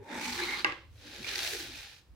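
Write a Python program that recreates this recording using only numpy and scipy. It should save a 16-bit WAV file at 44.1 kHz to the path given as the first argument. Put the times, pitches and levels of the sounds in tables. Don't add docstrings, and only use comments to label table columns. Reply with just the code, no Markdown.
import sys
import numpy as np
from scipy import signal
from scipy.fft import rfft, irfft
from scipy.io import wavfile

SR = 44100
rng = np.random.default_rng(int(sys.argv[2]) if len(sys.argv) > 2 else 0)


def inscribe(sig):
    pcm = np.round(np.clip(np.atleast_2d(sig).T, -1, 1) * 32767)
    wavfile.write(sys.argv[1], SR, pcm.astype(np.int16))


N = 94815
TIME, FREQS = np.arange(N) / SR, np.fft.rfftfreq(N, 1 / SR)

def amp(db):
    return 10 ** (np.asarray(db) / 20)

def unit(x):
    return x / np.sqrt(np.mean(x ** 2) + 1e-20)

def curve_at(points, hz=FREQS):
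    f, value = np.transpose(points)
    return np.interp(np.log(hz + 1), np.log(f + 1), value)

def level(rows, column=1):
    rows = np.array(rows)
    outside_s = np.maximum(rows[0, 0] - TIME, 0) + np.maximum(TIME - rows[-1, 0], 0)
    return amp(np.interp(TIME, rows[:, 0], rows[:, column]) - 430 * outside_s)

def colour(x, points):
    return unit(irfft(rfft(x) * amp(curve_at(points)), N))

def delayed(x, seconds):
    return np.array([np.interp(TIME - seconds, TIME, side, left=0) for side in x])

# frequency in Hz, likeness from 0 to 1.
LIKENESS_BASS = [(50,.84),(200,.94)]
LIKENESS_TREBLE = [(450,0.87),(850,0.7),(1200,0.43),(1700,0.57),(2200,0.48),(2800,0.086),(4500,0.38),(7000,0.17),(12000,.05)]
# frequency in Hz, left over right in dB.
BALANCE = [(50,-2.5),(300,-.5),(1000,0.8),(1750,-4),(2500,-4),(3000,-2),(3800,2.5),(4800,-1),(6800,2),(7900,8.5),(9000,2),(10500,-2),(15000,0.5)]
def microphones(x):
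    a, b = rfft(x)
    likeness = curve_at(LIKENESS_BASS + LIKENESS_TREBLE)
    lean = amp(curve_at(BALANCE) / 2)
    mid, side = a * np.sqrt((1 + likeness) / 2), b * np.sqrt((1 - likeness) / 2)
    return irfft(np.array([(mid + side) * lean, (mid - side) / lean]), N)

def noise():
    return microphones(rng.standard_normal((2, N)))

# frequency in Hz, relative level in dB.
RUMBLE_COLOUR = [(15,-17),(35,-11),(58,2.5),(80,-1),(120,-1),(160,-18.5),(300,-18.5),(1000,-52)]
HISS_COLOUR = [(50,-2.5),(300,-6.5),(1000,-13.5),(3000,-19.5),(8000,-28),(16000,-29)]
# time in seconds, rumble level in dB.
RUMBLE_LEVEL = [(0,-69),(.35,-53.5),(.8,-61.5),(1.3,-58.5),(1.8,-59.5),(1.95,-65),(2.15,-68)]
def room_tone():
    return colour(noise(), RUMBLE_COLOUR) * level(RUMBLE_LEVEL) + amp(-69) * colour(noise(), HISS_COLOUR)

# frequency in Hz, seconds to fall 60 dB.
ROOM_T60 = [(100,0.71),(400,0.38),(2000,0.34),(5000,0.49),(16000,0.24)]
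def room_tail():
    hz, t, bands = signal.stft(noise(), SR, nperseg=256)
    decay = amp(-60 * t / curve_at(ROOM_T60, hz)[:, None])
    return signal.istft(bands * decay, SR, nperseg=256)[1][:, :N]

def swell(peak_s, half_s, hz, width_hz, db):
    envelope = np.exp(-((TIME - peak_s) / half_s) ** 2 / 2)
    resonance = 1 / (1 + ((FREQS - hz) / width_hz * 1.68) ** 2) ** 1.2
    ring = irfft(rfft(noise()) * resonance, N) * envelope
    return amp(db) * unit(ring) * np.sqrt(np.mean(envelope ** 2))

# peak time and half length in seconds, pitch and width in Hz, level in dB.
TABLE_BUMPS = [(.01,0.023,99,39.8,-52),(.01,0.019,402,93,-49),(0.732,0.012,65,40,-55),(0.895,0.035,82,22,-54),(0.979,0.03,97.5,29.8,-55),(1.21,0.016,206,170,-49),(1.69,0.053,62.5,25,-57),(2.124,0.024,64.4,40.2,-52)]
def table_bumps():
    return sum(swell(*row) for row in TABLE_BUMPS)

# peak time and half length in seconds, pitch and width in Hz, level into the table in dB.
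BOARD_HUMS = [(0.278,0.039,238,20,-45.5),(0.17,0.061,266,110,-45),(0.25,0.094,192,30,-55),(0.426,0.017,360,36,-41.5),(0.44,0.15,347,113,-52),(0.504,0.085,242,104,-53),(0.24,0.13,878,115,-49.5),(0.12,0.047,590,320,-49),
              (1.097,0.033,268,81,-56),(1.122,0.089,590,410,-60),(1.323,0.11,364,154,-55),(1.47,0.036,670,140,-46),(1.545,0.017,430,110,-43.5),(1.619,0.047,346,210,-51),(1.72,0.032,294,81,-55)]
# resonance and half width in Hz, gain in dB.
TABLE_MODES = [(181.5,12.7,1.5),(245,7.2,2),(295.7,7.4,2.5),(352.2,16,3),(396,14.6,-1),(476,18.3,0),(555,22,2),(857,31,2.5),(965,25,0.5),(1070,27,5.5)]
def board_hum(between_modes_db=-12):
    hum = sum(swell(*row) for row in BOARD_HUMS)
    peaks = sum(amp(db) / (1 + ((FREQS - hz) / width) ** 2) for hz, width, db in TABLE_MODES)
    return irfft(rfft(hum) * (amp(between_modes_db) + peaks), N)

# peak time and half length in seconds, pitch in Hz, level in dB.
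EDGE_CHATTER = [(0.246,0.025,2330,-42.5),(0.329,0.0033,4450,-39),(0.393,0.0041,1700,-33.5),(0.404,0.0044,1690,-35.5),(0.435,0.014,2290,-36.5),(0.437,0.0044,4120,-37.5),(0.495,0.013,2080,-36),(0.544,0.016,2160,-34.5),(0.604,0.0083,4580,-45.5),(1.247,0.0035,2330,-37),(1.269,0.0033,2430,-40),(1.283,0.005,3050,-40.5),(1.463,0.0061,2150,-41.5),(1.476,0.064,4550,-48.5),(1.755,0.0062,2490,-48)]
def chatter(width_hz=240):
    return sum(swell(at, half, hz, width_hz, db) for at, half, hz, db in EDGE_CHATTER)

# start in seconds, level in dB.
GRIT_SNAPS = [(0.246,-38),(.33,-35),(1.245,-35.5),(1.2858,-38),(1.29,-31),(1.3134,-32.5),(1.3555,-30),(1.358,-32),(1.3806,-28),(1.3906,-27),(1.431,-31.5),(1.4585,-38),(1.476,-31),(1.534,-30.5),(1.549,-37),(1.603,-35),(1.719,-48)]
# frequency in Hz, relative level in dB.
GRIT_COLOUR = [(80,-45),(1100,-16),(2100,3),(3000,-6),(4300,2.5),(6000,-4.5),(8000,-17),(16000,-25)]
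def grit(rise_s=0.00085):
    envelope = np.zeros(N)
    for start, db in GRIT_SNAPS:
        age = np.maximum(TIME - start, 0) / rise_s
        envelope += amp(db) * age * np.exp(1 - age)
    return colour(noise(), GRIT_COLOUR) * envelope

def friction(slips_per_s, spread_db, clump_db, clump_hz, smooth):
    slips = (rng.random(N) < slips_per_s / SR) * amp(spread_db * np.minimum(rng.exponential(1, N), 4))
    drive = unit(slips * rng.choice([-1., 1.], (2, N))) + smooth * rng.standard_normal((2, N))
    clumps = unit(irfft(rfft(rng.standard_normal(N)) * np.exp(-(FREQS / clump_hz) ** 2), N))
    return microphones(drive * amp(clump_db * clumps))

# time in seconds, scrape level in dB, fizz level in dB before its trim.
SLIDE_LEVELS = [(0.92,-77,-79),(0.986,-61.5,-71.5),(1.078,-50,-65),(1.15,-47,-61.5),(1.235,-48,-59),(1.28,-37.5,-53),(1.335,-38.5,-50.5),(1.46,-36.5,-43.5),(1.53,-39.5,-45),(1.65,-44,-54),(1.72,-49,-61.5),(1.78,-46,-57),(1.986,-57.5,-70),(2.046,-83,-93)]
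# frequency in Hz, relative level in dB.
SLIDE_COLOUR = [(260,-19.5),(450,-7.5),(600,-10.5),(850,-5),(1030,-12),(1650,1),(2030,-2),(2450,2),(3000,-0.5),(3900,2),(4600,-1),(5600,-6),(6600,-10),(8000,-27),(11000,-23),(16000,-75)]
SLIDE_FIZZ = [(3000,-59),(5500,-3),(6500,-4.5),(8000,-7.5),(11000,-7.5),(16000,-12)]
def slide(fizz_trim_db=1):
    coarse = friction(slips_per_s=2800, spread_db=2.5, clump_db=1.2, clump_hz=130, smooth=0.93)
    fine = friction(slips_per_s=6000, spread_db=0, clump_db=1.2, clump_hz=150, smooth=1.3)
    scrape = colour(coarse, SLIDE_COLOUR) * level(SLIDE_LEVELS)
    fizz = colour(fine + 0.38 * coarse, SLIDE_FIZZ) * level(SLIDE_LEVELS, column=2)
    return scrape + amp(fizz_trim_db) * fizz

# pitch in Hz, relative level in dB, seconds to fall 60 dB,
# left over right in dB, lag at the right microphone in ms.
KNOCK_MODES = [(312,-23,0.19,2,-0.086),(355.3,-19,0.23,-1.5,0.1),(840,-14.5,0.05,-0.5,0.019),(1020,-15.5,0.079,-6,-0.23),(1170,-19,0.1,-4,-0.046),(1606,-9,0.12,5,0.19),(1975,-15,0.091,4,0.098),(2160,4,0.011,-2,0.197),(2700,-1,0.015,-2,-0.088),(3820,-15,0.02,1,-0.062),(4900,-8.5,.012,-2,0.117)]
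# delay in seconds, gain in dB.
NEAR_ECHOES = [(.0014,-8),(.006,-17.5),(.021,-22.5),(0.0314,-22),(.052,-19)]
# frequency in Hz, relative level in dB.
TAIL_COLOUR = [(150,-18),(250,-18),(340,-3.5),(420,-11.5),(560,-3.5),(670,-23),(800,-5),(900,-8.5),(1120,2),(1380,-11),(1610,-2),(1780,-7),(2060,2),(2380,-8),(2650,-5.5),(3500,-14.5),(5000,-24.5),(8000,-36.5),(16000,-46.5)]
def knock(start_s=0.6455, settle_s=0.722, contact_s=0.00045, tick_s=0.00085, build_s=0.0096):
    t, modes = np.maximum(TIME - start_s, 0), np.zeros((2, N))
    for hz, db, t60, lean_db, lag_ms in KNOCK_MODES:
        age = np.maximum(t - np.array([[0], [lag_ms / 1000]]), 0) * (t > 0)
        attack = 1 - np.exp(-(age / contact_s) ** 2)
        sides_db = np.array([[lean_db], [-lean_db]]) / 2
        modes += amp(db + sides_db - 60 * age / t60) * attack * np.sin(2 * np.pi * hz * age)
    tick = colour(noise(), [(100, -32), (500, -12), (2400, 8), (6000, -9), (16000, -28)])
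    tick *= t / tick_s * np.exp(1 - t / tick_s)
    direct = amp(-14) * modes + amp(-23) * tick
    echoes = sum(amp(db) * delayed(direct, delay) for delay, db in NEAR_ECHOES)
    second_contact = amp(-16.5) * delayed(direct, settle_s - start_s)
    tail = colour(np.roll(room_tail(), round(start_s * SR), 1), TAIL_COLOUR)
    tail *= 1 - np.exp(-t / build_s)
    tail /= np.sqrt(np.mean(tail[:, (t > 0) & (t < 0.04)] ** 2))
    return direct + echoes + second_contact + amp(-34) * tail

# time in seconds, scratch level in dB, fizz level in dB before its trim.
PENCIL_LEVELS = [(0.01,-68,-94),(0.044,-64,-76.5),(0.11,-44,-66),(0.17,-41,-56.5),(0.25,-39,-50.5),(0.356,-40,-50),(0.432,-36.5,-49.5),(0.464,-39,-53),(0.55,-39,-53),(0.605,-38.5,-58.5),(0.628,-48,-61)]
# frequency in Hz, relative level in dB.
PENCIL_DULL = [(260,-33),(450,-6),(720,-9),(862,0),(1150,-10),(1750,-3.5),(2450,-6.5),(3050,-20.5),(3600,-9),(4200,-17.5),(5400,-21.5),(8000,-34),(10400,-42),(17600,-120)]
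PENCIL_EARLY = [(260, -53), (450, -5.5), (490, -11), (646, -20), (832, -2.5), (961, -6.5), (1330, -7.5),
                (1560, -7.5), (2340, 0.5), (2710, -6), (4490, -5.5), (8000, -24.5), (10400, -46),
                (17600, -120)]
PENCIL_LATE = [(260, -43.5), (450, -10.5), (662, -20), (832, -2), (961, -7), (1030, -6), (1650, -5),
               (2130, -5), (2610, -8), (3530, -8.5), (3930, -2), (5000, -14), (8000, -43), (10400, -43),
               (17600, -120)]
PENCIL_FIZZ = [(3000,-47),(5000,-8),(6100,1.5),(7300,-4),(11000,-6),(16000,-11.5)]
def pencil(fizz_trim_db=1):
    drive = friction(slips_per_s=3800, spread_db=2.5, clump_db=1.5, clump_hz=130, smooth=0.75)
    dull = np.interp(TIME, (0.17, 0.245), (1, 0))
    late = np.interp(TIME, (0.33, 0.42), (0, 1))
    scratch = (dull * colour(drive, PENCIL_DULL)
               + (1 - dull - late) * colour(drive, PENCIL_EARLY)
               + late * colour(drive, PENCIL_LATE))
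    fizz = colour(drive, PENCIL_FIZZ) * level(PENCIL_LEVELS, column=2)
    return scratch * level(PENCIL_LEVELS) + amp(fizz_trim_db) * fizz

def scene(room_db=-9):
    rub = pencil() + slide() + grit()
    tail = room_tail()
    reflections = signal.fftconvolve(rub.mean(0)[None], tail / np.linalg.norm(tail[0]), axes=1)[:, :N]
    return rub + amp(room_db) * reflections + chatter() + board_hum() + table_bumps() + knock() + room_tone()

def record(dry, cutoff_hz=15900):
    lowpass = signal.firwin(511, cutoff_hz, window=("kaiser", 9), fs=SR)
    return signal.oaconvolve(dry, lowpass[None], "same")

dry = scene()
out = record(dry)
inscribe(out)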